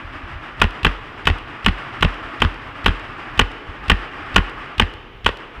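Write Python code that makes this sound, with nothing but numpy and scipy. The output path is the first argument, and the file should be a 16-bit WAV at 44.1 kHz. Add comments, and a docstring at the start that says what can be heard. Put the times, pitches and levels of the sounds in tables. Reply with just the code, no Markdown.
"""Paintball marker in an indoor arena

Twelve single shots, right beside a cased camera on a hand-held mount. In each, the sear clicks, the air
blast bounces in the barrel and overloads the microphone, the bolt knocks back and the next ball ticks
into the breech. The kicks shake the mount. Far across the large hall, strings of fire pile up into
a pulsing din, which dies away near the end."""
import sys
import numpy as np
from scipy import signal
from scipy.fft import rfft, irfft
from scipy.io import wavfile

SR = 44100
rng = np.random.default_rng(int(sys.argv[2]) if len(sys.argv) > 2 else 0)


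def int16_out(signal):
    """Quantize to a 16-bit WAV file."""
    q = np.round(np.clip(np.atleast_2d(signal).T, -1, 1) * 32767)
    wavfile.write(sys.argv[1], SR, q.astype(np.int16))


N = 246959

# shots beside the microphone: blast t/s, relative level/dB, bolt stop t/s, its relative kick/dB
SHOTS = [(0.6157, 4.5, 0.6416, -1), (0.8474, 5, 0.8673, -3), (1.2707, 5, 1.3002, 1.5),
         (1.6619, 3.5, 1.6846, -1), (2.025, 4.5, 2.0482, 0), (2.4189, 4.5, 2.4486, 1.5),
         (2.86, 6, 2.8819, 0.5), (3.3924, 5.5, 3.4151, -2.5), (3.8981, 7, 3.9166, 1),
         (4.3605, 5.5, 4.3815, 0.5), (4.7969, 5, 4.822, -2), (5.2616, 3, 5.2902, -23)]
# the blast and its returns along the barrel: delay t/s, relative level/dB, high-pass f/Hz, low-pass f/Hz
BARREL_BOUNCES = [(0, 7.5, 3150, 2960), (.00235, 5, 152, 2280), (.00505, -2.5, 150, 12000),
                  (.00765, -9.5, 1000, 4930)]
# resonances of the air blast: f/Hz, relative level/dB, t60/s
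BLAST_MODES = [(598, -15, 0.0079), (873, -8.5, 0.016), (968, -3.5, 0.013), (1423, -12, 0.04),
               (1805, -11.5, 0.02), (2517, -7, 0.0069), (3048, -1.5, 0.0074), (2540, -13.5, 0.0068),
               (502, -24.5, 0.055), (3245, -14.5, 0.02)]
# bright edge of contacts and escaping air, close up: f/Hz, gain/dB
CRACK_SPECTRUM = [(100, -24), (700, -42.5), (2000, 0), (3200, 13), (4300, -8.5), (5200, -10), (6500, -22),
                  (8000, -20), (11000, -30), (16000, -39.5)]
def blast(uneven_db=2.1, jitter_s=.00003):
    """The pressure pulse leaves the muzzle, returns after each barrel trip and trails turbulent air."""
    times, db, *_ = np.transpose(SHOTS)
    air = np.zeros(N)
    for trip, (delay_s, bounce_db, low_hz, high_hz) in enumerate(BARREL_BOUNCES):
        strength, late = rng.standard_normal((len(times), 2)).T
        exits = clicks(times + delay_s + trip * jitter_s * late, db + bounce_db + uneven_db * strength)
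        air += high_pass(low_pass(exits, high_hz, order=1), low_hz, order=1)
    jet = bursts(clicks(times, db + 8), rise_s=0.00047, t60=0.03)
    pop = low_pass(ring(air, BLAST_MODES, sign=-0.91), 13000, order=4)
    return pop + from_db(-17.5) * air + coloured(jet, CRACK_SPECTRUM)


SEAR_LEAD_S = .0159
# the marker's body, at close range: f/Hz, relative level/dB, t60/s
BODY_MODES = [(417, -14, 0.018), (1160, -4, 0.0048), (1400, -3, 0.0062), (1860, 1.5, 0.0036),
              (2696, -1.5, 0.0076), (2626, -1.5, 0.0061), (3290, 1.5, 0.0032)]
# the next ball drops into the breech: t/s, relative level/dB
BALL_DROPS = [(0.7078, -48), (0.9184, -57), (1.385, -48), (1.7855, -50), (2.1428, -50), (2.5434, -51),
              (2.9966, -49), (3.5166, -49), (3.9704, -54), (4.4968, -48), (4.938, -48), (5.372, -46.5)]
def action(slide_s=0.014, rebound_s=0.0077, rebound_db=-12):
    """Sear, sliding bolt, bolt stop and falling ball ring the marker's body."""
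    times, _, stop_s, _ = np.transpose(SHOTS)
    sear = clicks(times - SEAR_LEAD_S, -14 + rng.normal(0, 1.0, len(times)))
    sear = high_pass(sear + bursts(from_db(4.5) * sear, rise_s=0.00036, t60=0.029), 2900)
    catches = from_db(-19.5) * rattle(times + slide_s)
    slide = catches + bursts(catches, rise_s=.00012, t60=0.0097)
    # a bright, hissy ring near 3 kHz lingers after each shot
    ringing_tail = bursts(clicks(times + slide_s, -12.5), rise_s=0.0066, t60=0.53)
    # a faster bolt knocks harder; it rebounds once from its stop
    knock_db = -0.5 + 1.24 * bolt_speed_db(stop_s - times)
    rebound_times = stop_s + rebound_s * (.5 + rng.random(len(times)))
    stop = clicks(stop_s, knock_db) + clicks(rebound_times, knock_db + rebound_db)
    stop = low_pass(stop + bursts(from_db(-1.5) * stop, rise_s=0.00053, t60=0.0091), 3500, order=1)
    ball = from_db(27) * clicks(*np.transpose(BALL_DROPS))
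    ball = high_pass(ball + bursts(from_db(3.5) * ball, rise_s=0.00022, t60=0.009), 4800)
    force = sear + slide + ringing_tail + stop + ball
    body = low_pass(ring(force, BODY_MODES, sign=-1.035), 3100, order=4)
    return body + from_db(10.5) * coloured(force, CRACK_SPECTRUM)


def rattle(times, count=6, spread_s=0.01, uneven_db=7):
    """The returning bolt catches a few times, at chance moments, on its way along the bore."""
    when, strength = rng.random((2, len(times), count))
    return clicks(times[:, None] + spread_s * when, uneven_db * (2 * strength - 1))


def bolt_speed_db(return_s, usual_s=0.019):
    """The bolt's speed against that of a usual cycle: a faster bolt returns sooner."""
    return 20 * np.log10(usual_s / return_s)


# slow swings of the mount under the microphone: f/Hz, relative level/dB, t60/s
MOUNT_MODES = [(43.8, -17, 0.25), (79.6, -8, 0.096), (183, -14.5, 0.034)]
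# the case around the camera, thumped by the blast: f/Hz, relative level/dB, t60/s
CASE_MODES = [(217, -15, 0.022)]
# small bumps of handling: t/s, relative level/dB
HANDLING_BUMPS = [(0.043, -15), (0.148, -19), (0.231, -13.5), (0.322, -17), (0.353, -11.5), (3.685, -12),
                  (4.944, -18), (5.576, -16)]
def mount():
    """Bolt start and recoil shove the mount back, the stop kicks it on; the case thumps and shudders."""
    times, blast_db, stop_s, kick_db = np.transpose(SHOTS)
    recoil_db = 0.59 * bolt_speed_db(stop_s - times)   # a faster bolt recoils more
    start = push(clicks(times - SEAR_LEAD_S - .001, recoil_db - 7.5), length_s=0.0046)
    recoil = push(clicks(times + 0.004, recoil_db - 2), length_s=0.013)
    stop = push(clicks(stop_s, kick_db + 2.5), length_s=0.0047)
    bumps = push(clicks(*np.transpose(HANDLING_BUMPS)), length_s=.008)
    swing = high_pass(ring(stop - start - recoil + bumps, MOUNT_MODES), 29.0)
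    shudder = bursts(clicks(times + 0.0035, recoil_db + 0.35 * kick_db + 35), rise_s=0.0091, t60=0.082)
    shudder = high_pass(low_pass(shudder, 254.0, order=6), 141.6, order=4)
    thump = ring(clicks(times + 0.0023, blast_db + 0.12 * kick_db), CASE_MODES)
    return swing + shudder + thump


# the arena's reverberation, from where the marker stands: f/Hz, t60/s
HALL_T60 = [(200, 3.6), (1200, 0.95), (3000, 0.81), (8000, 2.9), (16000, 0.63)]
def hall(x):
    """Near walls answer at once; the far hall adds a long smooth tail that dies band by band."""
    t = np.arange(2 * SR) / SR
    onset = 1 - np.exp(-t / 0.012)
    edges_hz = np.geomspace(120, 16000, 9)
    tail = 0
    for low, high in zip(edges_hz, edges_hz[1:]):
        band_pass = signal.butter(2, [low, high], "band", fs=SR, output="sos")
        band = signal.sosfilt(band_pass, rng.standard_normal(len(t)))
        tail = tail + band * from_db(-60 * t / at_hz(HALL_T60, np.sqrt(low * high)))
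    tail = low_pass(tail * onset, 1670, order=1)
    near = low_pass(high_pass(rng.standard_normal(len(t)), 250), 3000)
    near *= onset * from_db(-60 * t / 0.11)
    response = from_db(-23.5) * rms_one(tail) + from_db(-23.0) * rms_one(near)
    return signal.fftconvolve(x, response / np.sqrt(len(t)))[:N]


# strings of fire from markers far across the arena: first shot t/s, last shot t/s, relative level/dB
FAR_STRINGS = [(-1.37, 0.566, -2), (0.714, 1.469, -1), (1.62, 2.224, 2), (2.32, 2.745, -1),
               (2.88, 3.17, 0.5), (3.33, 3.66, -1.5), (3.83, 4.11, 1), (4.25, 4.57, 1), (4.73, 4.73, -20),
               (5.38, 5.53, -5.5)]
# colour of that fire as it reaches the microphone: f/Hz, relative level/dB
FAR_SPECTRUM = [(76, -32), (130, -0.5), (191, -10.5), (274, 0.5), (350, -3), (440, -13), (601, -7),
                (812, -4), (974, -4), (1190, 1.5), (1490, -2.5), (1820, -3), (2180, -7), (2830, -9),
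                (4320, -29), (4880, -25.5), (6500, -40.5), (8200, -40.5), (11000, -51.5), (16000, -70)]
# how long a far shot hangs in the hall: f/Hz, t60/s
FAR_T60 = [(300, 2.5), (1500, 1.87), (4000, 1.9), (8000, 1.1)]
def far_fire(shots_per_s=6.6, swell_s=0.008):
    """Far shots arrive only as reverberation: each swells and dies, treble first, piling into a din."""
    shots = [(s, db) for first, last, db in FAR_STRINGS
             for s in np.linspace(first, last, round((last - first) * shots_per_s) + 1)]
    times, db = np.transpose(shots)
    t = np.arange(0, N, 100) / SR
    age = np.maximum(t - times[:, None], 0)
    spectrum = rfft(rms_one(coloured(rng.standard_normal(N), FAR_SPECTRUM)))
    centres_hz, t60s = np.transpose(FAR_T60)
    din = np.zeros(N)
    for t60, share in zip(t60s, np.eye(len(t60s))):
        band = irfft(spectrum * at_hz(np.c_[centres_hz, share], np.fft.rfftfreq(N, 1 / SR)), N)
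        swells = (1 - np.exp(-age / swell_s)) * from_db(db[:, None] - 60 * age / t60)
        envelope = rms_one(np.linalg.norm(swells, axis=0))   # the shots add in power
        din += band * np.interp(np.arange(N) / SR, t, envelope)
    return from_db(-35) * din


# steady hiss under everything: f/Hz, relative level/dB
HISS_SPECTRUM = [(100, -4), (300, 1), (600, -4.5), (1200, -4.5), (3000, -4.5), (4500, -24), (8000, -41),
                 (16000, -46)]
# rumble of the hand-held mount, right at the microphone: f/Hz, relative level/dB
RUMBLE_SPECTRUM = [(15, -22), (35, -1), (70, -10.5), (120, -6), (200, -31.5), (500, -65)]
def background(waver_db=1.5, lumpy_db=4.0):
    """The din of far fire wavers over a steady hiss and a lumpy rumble."""
    din = from_db(waver_db * drift(24.98)) * far_fire()
    hiss = from_db(-46.5) * rms_one(coloured(rng.standard_normal(N), HISS_SPECTRUM))
    lumps = from_db(-45.5 + lumpy_db * drift(12))
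    rumble = lumps * rms_one(coloured(rng.standard_normal(N), RUMBLE_SPECTRUM))
    return din + hiss + rumble


def from_db(db):
    """Decibels to gain."""
    return 10 ** (np.asarray(db) / 20)


def rms_one(x):
    """Scale to unit rms."""
    return x / np.sqrt(np.mean(x ** 2) + 1e-20)


def at_hz(points, hz):
    """Read a table on a log-frequency axis."""
    known_hz, values = np.transpose(points)
    return np.interp(np.log(np.maximum(hz, 1)), np.log(known_hz), values)


def low_pass(x, hz, order=2):
    """Take the edge off."""
    return signal.sosfilt(signal.butter(order, hz, fs=SR, output="sos"), x + 1e-18)


def high_pass(x, hz, order=2):
    """Take the weight out."""
    return signal.sosfilt(signal.butter(order, hz, "high", fs=SR, output="sos"), x + 1e-18)


def coloured(x, spectrum, size=8192):
    """Causal (minimum-phase) filter with the given spectrum."""
    gain = from_db(at_hz(spectrum, np.fft.rfftfreq(size, 1 / SR)))
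    cepstrum = irfft(np.log(gain))
    cepstrum[1:size // 2] *= 2
    cepstrum[size // 2 + 1:] = 0
    return signal.fftconvolve(x, irfft(np.exp(rfft(cepstrum))))[:N]


def clicks(times, db):
    """One impulse per event."""
    out = np.zeros(N)
    out[np.clip(np.round(times * SR).astype(int), 0, N - 1)] = from_db(db)
    return out


def bursts(hits, rise_s, t60):
    """Each impulse releases fresh noise of about its own energy, which swells and dies."""
    t = np.arange(SR // 2) / SR
    shape = ((1 - np.exp(-t / rise_s)) * from_db(-60 * t / t60)) ** 2
    power = signal.fftconvolve(hits ** 2, shape / shape.sum())[:N]
    return np.sqrt(np.abs(power)) * rng.standard_normal(N)


def ring(force, modes, sign=1):
    """Decaying sines, mode k scaled by sign ** k: if negative, neighbours start in opposite directions."""
    out = np.zeros(N)
    for k, (hz, db, t60) in enumerate(modes):
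        decay, angle = from_db(-60 / (t60 * SR)), 2 * np.pi * hz / SR
        feedback = [1, -2 * decay * np.cos(angle), decay * decay]
        out += sign ** k * from_db(db) * signal.lfilter([0, np.sin(angle)], feedback, force + 1e-18)
    return out


def push(hits, length_s):
    """Spread each impulse into a smooth shove."""
    t = np.arange(SR // 20) / SR
    shape = np.sin(np.pi * np.minimum(t / length_s, 1)) ** 2
    return signal.fftconvolve(hits, shape / shape.sum())[:N]


def drift(per_s):
    """A slow wander between random values of spread 1."""
    knots = rng.standard_normal(int(per_s * N / SR) + 2)
    return np.interp(np.arange(N) / SR * per_s, np.arange(len(knots)), knots)


def scene():
    """In mono: the marker up close, the shaking mount and the arena around them."""
    marker = blast() + action()
    return (marker + hall(marker) + mount() + background())[None]


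def record(dry, hardness=8, cutoff_hz=16000):
    """This close, the blasts overload the microphone and flatten against full scale; the top is cut."""
    clipped = dry / (1 + np.abs(dry) ** hardness) ** (1 / hardness)
    return signal.sosfilt(signal.ellip(10, .1, 80, cutoff_hz, fs=SR, output="sos"), clipped)


dry = scene()
out = record(dry)
int16_out(out)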